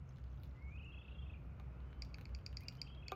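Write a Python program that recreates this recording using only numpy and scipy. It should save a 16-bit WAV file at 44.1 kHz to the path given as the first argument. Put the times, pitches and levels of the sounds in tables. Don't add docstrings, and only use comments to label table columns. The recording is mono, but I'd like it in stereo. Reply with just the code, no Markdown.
import sys
import numpy as np
from scipy import signal
from scipy.fft import rfft, irfft
from scipy.io import wavfile

SR = 44100
rng = np.random.default_rng(int(sys.argv[2]) if len(sys.argv) > 2 else 0)


def file_out(sig):
    cols = np.atleast_2d(sig).T
    lim = np.clip(cols, -1, 1)
    pcm = np.round(lim * 32767).astype(np.int16)
    wavfile.write(sys.argv[1], SR, pcm)


N = 138915
ECHO_T60_S = 0.26

SNAP_RISE_S, SNAP_HOLD_S, SNAP_T60_S = 0.00129, 0.00133, 0.0018


def burst(t):
    rise = np.sin(np.pi / 2 * np.clip(t / SNAP_RISE_S, 0, 1)) ** 2
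    return rise * fall(np.maximum(t - SNAP_RISE_S - SNAP_HOLD_S, 0), SNAP_T60_S)


# t/s, level/dB, fundamental f/Hz, fundamental level/dB re the snap, main ring f/Hz
BILL_SNAPS = [(2.0209, -38, 2370, -9, 4790), (2.143, -46.5, 2490, 0, 4650), (2.2542, -51, 2420, 0.5, 4560),
              (2.3481, -44.5, 2510, -6.5, 4740), (2.463, -38, 2520, -10, 4780),
              (2.5701, -36.5, 2390, -13, 4790), (2.6835, -35.5, 2490, -10, 4855),
              (2.816, -32.5, 2460, -14.5, 4815), (3.0821, -39.5, 2380, -6.5, 4630)]
# frequency ratio to the main ring, level/dB
BILL_PARTIALS = [(1, -1), (1.14, -13), (1.46, -17), (1.35, -26), (1.62, -21.5), (.85, -25), (1.93, -30),
                 (2.55, -33)]
PITCH_SAG, SAG_TIME_S = 0.025, 0.0032
FUNDAMENTAL_DELAY_S = 0.00096
VARY_DB, VARY_PITCH = 8.5, 0.037
CRACK_DB, CRACK_RISE_S, CRACK_T60_S = -10, 0.00059, 0.009
CRACK_BAND_HZ = [2000, 6760]
SNAP_ECHO_DB = -11.5


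def snaps():
    out, t = np.zeros((2, N)), np.arange(600) / SR
    turns = rng.random((len(BILL_SNAPS), len(BILL_PARTIALS), 3))
    crack_filter = signal.butter(2, CRACK_BAND_HZ, "band", fs=SR, output="sos")
    cracks = signal.sosfilt(crack_filter, rng.standard_normal((len(BILL_SNAPS), 600)))
    phase = 2 * np.pi * (t - PITCH_SAG * t ** 2 / (2 * SAG_TIME_S))
    for (s, db, hz, low_db, ring_hz), turn, crack in zip(BILL_SNAPS, turns, cracks):
        fundamental = undb(low_db) * burst(t - FUNDAMENTAL_DELAY_S) * np.sin(hz * phase)
        ring = 0
        for (ratio, partial_db), (start, level_draw, pitch_draw) in zip(BILL_PARTIALS, turn):
            varies = ratio != 1
            gain = undb(partial_db + VARY_DB * (level_draw - .5) * varies)
            partial_hz = ring_hz * ratio * (1 + VARY_PITCH * (pitch_draw - .5) * varies)
            ring = ring + gain * np.sin(partial_hz * phase + 2 * np.pi * start)
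        crack_env = np.clip(t / CRACK_RISE_S, 0, 1) * fall(t, CRACK_T60_S)
        x = fundamental + burst(t) * ring + undb(CRACK_DB) * crack * crack_env
        add(out, undb(db) * x, s - .0005, 0)
    return echo(ports(out), SNAP_ECHO_DB)


# t/s, peak level/dB before echo
POUCH_KNOCKS = [(3.1194, -29), (1.599, -49.5)]
# f/Hz at the blow, level/dB, T60/s
POUCH_MODES = [(244, -12.5, 0.052), (374, -5.5, 0.13), (500, -0.5, 0.026), (750, 1, 0.063),
               (1044, -6.5, 0.048), (1172, -1, 0.091), (1385, -7, 0.041), (1538, -13, 0.063),
               (2250, -15.5, 0.082), (2510, -13, 0.029), (3570, 3, 0.0045), (6700, -8, 0.0063),
               (12800, -10, .004)]
POUCH_RISE, POUCH_RISE_S = 0.028, 0.013
KNOCK_ECHO_DB = -13


def knocks():
    out, t = np.zeros((2, N)), np.arange(8000) / SR
    tense = t + POUCH_RISE * (t - POUCH_RISE_S * (1 - np.exp(-t / POUCH_RISE_S)))
    ring = 0
    for k, (hz, db, t60) in enumerate(POUCH_MODES):
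        mode = undb(db) * fall(t, t60) * np.sin(2 * np.pi * hz * tense)
        ring = ring + (-1) ** k * mode
    for s, db in POUCH_KNOCKS:
        add(out, undb(db) * ring / abs(ring).max(), s, 0)
    return echo(out, KNOCK_ECHO_DB)


# dip t/s, dip f/Hz, dip level/dB, following top f/Hz, top level/dB
FIRST_CALL = [(.55, 2000, -79, 2030, -73), (.59, 2080, -74.5, 2200, -68), (.655, 2190, -69, 2210, -66),
              (.705, 2270, -67.5, 2400, -65), (.73, 2420, -67.5, 2580, -63.5),
              (.765, 2470, -62.5, 3150, -66), (.799, 2490, -62, 3000, -64), (.841, 2550, -63.5, 2900, -62),
              (.874, 2640, -62, 2800, -62.5), (.911, 2640, -65, 3280, -73), (.945, 2620, -57, 3350, -74),
              (.98, 2600, -59.5, 3410, -72), (1.022, 2640, -62, 3650, -76), (1.054, 2620, -59.5, 3800, -80),
              (1.087, 2600, -60.5, 3900, -78), (1.121, 2680, -60, 3900, -78.5),
              (1.156, 3220, -73.5, 3480, -83), (1.191, 3250, -67.5, 3490, -75),
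              (1.229, 3130, -63, 3550, -79), (1.266, 2570, -68.5, 3600, -81),
              (1.302, 2540, -62, 3650, -83.5), (1.344, 2430, -62.5, 2760, -73.5),
              (1.374, 2300, -73, 2600, -92), (1.41, 2500, -98, 2500, -93)]
SECOND_CALL = [(2.596, 1990, -98, 2050, -71.5), (2.619, 2168, -70, 2500, -69),
               (2.649, 2377, -73, 2800, -71), (2.688, 2800, -63, 3000, -82), (2.731, 2900, -105, 3000, -84),
               (2.786, 3000, -67, 3100, -65), (2.812, 3190, -83, 3200, -79), (2.84, 3060, -83, 3150, -69),
               (2.872, 2610, -63.5, 3200, -67), (2.904, 3005, -61, 3260, -73),
               (2.934, 3166, -65, 3270, -71.5), (2.968, 2603, -72.5, 3260, -71),
               (2.994, 3240, -69, 3280, -74), (3.03, 2573, -66, 3400, -80.5),
               (3.065, 2526, -63.5, 3400, -72.5), (3.1, 2520, -59, 3300, -75),
               (3.134, 2460, -59, 2900, -79), (3.16, 2570, -75, 2600, -68)]
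FAINT_CALL = [(1.401, 2470, -89, 2480, -89), (1.519, 2476, -85, 3004, -87), (1.619, 2276, -82, 2450, -90),
              (1.741, 2520, -84, 2600, -83.5), (1.8, 2980, -97, 3060, -85.5), (1.881, 3040, -81, 3060, -80),
              (2.03, 3060, -87, 3100, -95)]
# t/s, jump (higher lingers at dip and top), skew (above 1: slow climb, quick fall),
# flatness (higher: shorter dips)
WARBLE_SHAPE = [(.78, 0.62, 2, 1.05), (.88, 0.91, 1.3, 0.93), (.98, 1.7, .85, 1.94), (1.06, 1.3, 1.0, 1.3),
                (2.7, 2, 0.98, 1.61)]


def whistle(rows):
    r = np.array(rows, float)
    place = np.interp(time(), r[:, 0], np.arange(len(r)))
    k = np.minimum(place.astype(int), len(r) - 2)
    shape = np.array(WARBLE_SHAPE)
    jump, skew, flatness = (np.interp(time(), shape[:, 0], shape[:, c]) for c in (1, 2, 3))
    up = np.sin(np.pi * (place - k) ** skew) ** 2
    up = 1 - (1 - up) ** flatness
    up = up ** jump / (up ** jump + (1 - up) ** jump)
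    dip_hz, dip_db = (np.interp(place, np.arange(len(r)), r[:, c]) for c in (1, 2))
    hz = (dip_hz + up * (r[k, 3] - dip_hz)) * (1 + 0.0039 * walk(220))
    db = dip_db + up * (r[k, 4] - dip_db) + 1.5 * walk(54)
    sounding = (place > 0) * (place < len(r) - 1)
    return np.sqrt(2) * undb(db) * sounding * np.sin(2 * np.pi * np.cumsum(hz) / SR)


# t/s, f/Hz, level/dB
LOWER_VOICE = [(1.158, 2780, -66), (1.194, 2780, -73), (1.228, 2770, -68), (2.903, 2580, -75),
               (2.938, 2690, -76)]
LOW_NOTE_S = .006


def low_notes():
    t, out = time(), 0
    for s, hz, db in LOWER_VOICE:
        env = np.exp(-.5 * ((t - s) / LOW_NOTE_S) ** 2)
        out = out + np.sqrt(2) * undb(db) * env * np.sin(2 * np.pi * hz * t)
    return out


# f/Hz, width/Hz, lift/dB
THROAT_PEAKS = [(2695, 700, 0.5), (3016, 270, -4.5), (3300, 150, 4), (3940, 420, -10)]
CALL_ECHO_DB, CALL_ECHO_T60_S = -5, 0.41


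def calls():
    voices = whistle(FIRST_CALL) + whistle(SECOND_CALL) + whistle(FAINT_CALL) + low_notes()
    voices = lift(voices, THROAT_PEAKS)
    return echo(np.tile(voices, (2, 1)), CALL_ECHO_DB, CALL_ECHO_T60_S)


TICK_T60_S = 0.0076


def tick(noise, hz, width_hz):
    f = np.arange(257) * SR / 512
    x = irfft(rfft(noise) / (1 + ((f - hz) / (width_hz / 2)) ** 4))
    x = x * fall(np.arange(512) / SR, TICK_T60_S)
    return x / abs(x).max()


# t/s, level/dB, f/Hz, high-part level/dB before the crest is added
TWIG_TICKS = [(0.11, -59.5, 2430, -99), (0.171, -61.5, 3900, -103), (0.1849, -57, 1800, -105),
              (0.2406, -60.5, 2570, -101), (0.3433, -65, 1970, -92), (0.376, -63, 2250, -91),
              (0.435, -53, 2800, -64.5), (0.5124, -60.5, 2610, -98), (1.5991, -52, 2050, -91),
              (1.8043, -57.5, 2142, -89), (1.9304, -54, 1900, -102), (2.0496, -54, 4450, -76),
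              (2.1853, -45.5, 2200, -72), (2.212, -48, 3000, -70), (2.2936, -55, 2520, -76),
              (2.3887, -59, 2240, -79), (2.412, -65, 3500, -90), (2.529, -53, 2170, -79),
              (2.6081, -52, 3800, -61.5), (2.6352, -56, 4330, -70), (2.7246, -54.5, 3800, -75),
              (2.753, -55, 4200, -74), (2.8745, -55, 3120, -109), (2.949, -58.5, 3167, -100)]
# t/s, floor level/dB
LEAF_CRACKLE = [(0, -88), (.38, -80.5), (.44, -76.5), (.5, -85.5), (.9, -87.5), (1.3, -97), (2, -90.5),
                (2.7, -84), (3.15, -105)]
TICK_WIDTH_HZ, TICK_ECHO_DB = 3200, -5.5
HIGH_HZ, HIGH_WIDTH_HZ, HIGH_CREST_DB = 14200, 8300, 9.5
CRACKLE_PER_S, CRACKLE_SPREAD_DB = 290, 4


def ticks():
    out = np.zeros((2, N))
    for (s, db, hz, high_db), noise in zip(TWIG_TICKS, rng.standard_normal((len(TWIG_TICKS), 512))):
        body = undb(db) * tick(noise, hz, TICK_WIDTH_HZ)
        high = undb(high_db + HIGH_CREST_DB) * tick(noise, HIGH_HZ, HIGH_WIDTH_HZ)
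        add(out, body + high, s - .0005, 0)
    for when, loud, colour, side in rng.random((int(CRACKLE_PER_S * N / SR), 4)):
        s = when * N / SR
        db = np.interp(s, *np.array(LEAF_CRACKLE).T) - CRACKLE_SPREAD_DB * np.log(1 - loud)
        x = tick(rng.standard_normal(512), 3000 + 4600 * colour ** 2, 1200)
        add(out, undb(db) * x, s, 8 * (side - .5))
    return echo(out, TICK_ECHO_DB)


# t/s, standard deviation/s, level/dB
LEAF_SWELLS = [(.39, 0.061, -98), (.44, 0.024, -87), (1.44, 0.058, -100), (2.2, 0.048, -92),
               (2.38, 0.019, -93), (2.62, 0.022, -99), (2.74, 0.027, -90), (3.135, 0.018, -85)]
RUSTLE_HZ, RUSTLE_WIDTH_HZ = 13200, 1600


def rustle():
    env = sum(undb(db) * np.exp(-.5 * ((time() - s) / w) ** 2) for s, w, db in LEAF_SWELLS)
    hiss = shaped(lambda f: np.exp(-.5 * ((f - RUSTLE_HZ) / RUSTLE_WIDTH_HZ) ** 2))
    return env * undb(3.0 * walk(80)) * hiss


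# f/Hz, width/Hz, level/dB
DRONE_BANDS = [(63.8, 15.6, -51.5), (91.7, 8, -60.5), (128.3, 27.3, -59), (159.6, 14, -68.5),
               (47, 16, -72.5)]


def drone():
    out = 0
    for hz, w, db in DRONE_BANDS:
        noise = band(hz, lambda f: 1 / (1 + ((f - hz) / (w / 2)) ** 4))
        out = out + undb(db + 1.0 * walk(2.1)) * noise
    return out


# f/Hz, relative spectral density level/dB
WIND_SPECTRUM = [(25, -30.5), (35, -19.5), (45, -16.5), (65, -13.5), (100, -16), (140, -16), (200, -20),
                 (260, -23.5), (350, -28.5), (575, -31), (850, -36), (1330, -35), (1750, -44.5),
                 (2500, -41.5), (3300, -55.5), (4200, -58), (5500, -62.5), (7500, -67.5), (9000, -87),
                 (11000, -67.5), (13500, -69), (14800, -76), (16000, -86)]
# t/s, level/dB
GUST_LEVEL = [(0, -2.5), (1, -0.5), (2.5, 0)]
WIND_DB, GUST_HZ = -53.5, 200


def wind():
    out, swell = 0, walk(0.83)
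    gust_db = np.interp(time(), *np.array(GUST_LEVEL).T)
    for hz in 25 * 2 ** (np.arange(38) / 4):
        db = table(WIND_SPECTRUM, hz) + 10 * np.log10(hz / 100)
        db = db + 0.5 * swell + gust_db * (hz > GUST_HZ) + 1.0 * walk(21)
        noise = band(hz, lambda f: np.cos(np.pi / 2 * np.clip(4 * np.log2(f / hz), -1, 1)))
        out = out + undb(db) * noise
    return undb(WIND_DB) * out


# f/Hz, side minus mid level/dB
STEREO_WIDTH = [(60, -22), (110, -14.5), (200, -8.5), (380, -7), (700, 5), (1290, -4.5), (2380, -21),
                (4400, -16), (7000, -0.5), (9000, 17.5), (11000, 4), (13000, -13.5), (15000, -7.5)]
# f/Hz, left minus right level/dB
STEREO_LEAN = [(60, 2), (110, 0.5), (200, 2.5), (380, -1), (700, -2.5), (1290, -2.0), (2380, 0.5),
               (4400, -0.5), (8120, 0.5), (15000, 0.5)]


def band(hz, shape):
    side = undb(table(STEREO_WIDTH, hz)) * shaped(shape)
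    pair = shaped(shape) + side * np.array([[1], [-1]])
    return pair * undb(table(STEREO_LEAN, hz) / 2 * np.array([[1], [-1]]))


# f/Hz, lead of left over right/rad
PORT_LEAD = [(0, 0), (1300, 0.11), (5000, 0.75), (7000, 1), (8300, 4), (9700, 4), (11000, 7), (16000, 6.5)]


def ports(x):
    p = np.array(PORT_LEAD, float)
    lead = np.interp(np.arange(N // 2 + 1) * SR / N, p[:, 0], p[:, 1]) / 2
    return irfft(rfft(x) * np.exp(1j * lead * np.array([[1], [-1]])), N)


SHRUB_T60_S, SHRUB_DB = 0.038, 6
ECHO_BUILD_S, ECHO_GRAIN_DB = 0.0034, 2.5


def echo(x, db, t60=ECHO_T60_S):
    t = np.arange(SR // 2) / SR
    decay = fall(t, t60) + undb(SHRUB_DB) * fall(t, SHRUB_T60_S)
    tail = rng.standard_normal((2, len(t))) * decay
    tail = tail * (1 - np.exp(-t / ECHO_BUILD_S)) * undb(ECHO_GRAIN_DB * walk(210)[:len(t)])
    tail = tail[0] + .4 * tail[1] * np.array([[1], [-1]])
    tail = tail / np.sqrt(np.sum(tail[0] ** 2))
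    return x + undb(db) * signal.fftconvolve(x, tail, axes=1)[:, :N]


def lift(x, peaks):
    f = np.arange(N // 2 + 1) * SR / N
    gain_db = sum(db * np.exp(-2 * ((f - hz) / w) ** 2) for hz, w, db in peaks)
    return irfft(rfft(x) * undb(gain_db), N)


def undb(db):
    return 10 ** (np.asarray(db) / 20)


def time():
    return np.arange(N) / SR


def table(points, hz):
    p = np.array(points, float)
    return np.interp(np.log(hz), np.log(p[:, 0]), p[:, 1])


def shaped(gain):
    x = irfft(rfft(rng.standard_normal(N)) * gain(np.arange(N // 2 + 1) * SR / N + 1e-3), N)
    return x / x.std()


def walk(rate):
    return shaped(lambda f: 1 / (1 + (f / rate) ** 2))


def add(out, x, s, pan_db):
    i = int(s * SR)
    n = min(len(x), N - i)
    out[:, i:i + n] += x[:n] * undb(np.array([[pan_db], [-pan_db]]) / 2)


def fall(t, t60):
    return np.exp(-np.log(1000) * t / t60)


def scene():
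    near = ports(knocks() + ticks() + rustle())
    return snaps() + near + calls() + drone() + wind()


def record(dry):
    return signal.sosfilt(signal.ellip(8, .2, 70, 15800, fs=SR, output="sos"), dry)


dry = scene()
out = record(dry)
file_out(out)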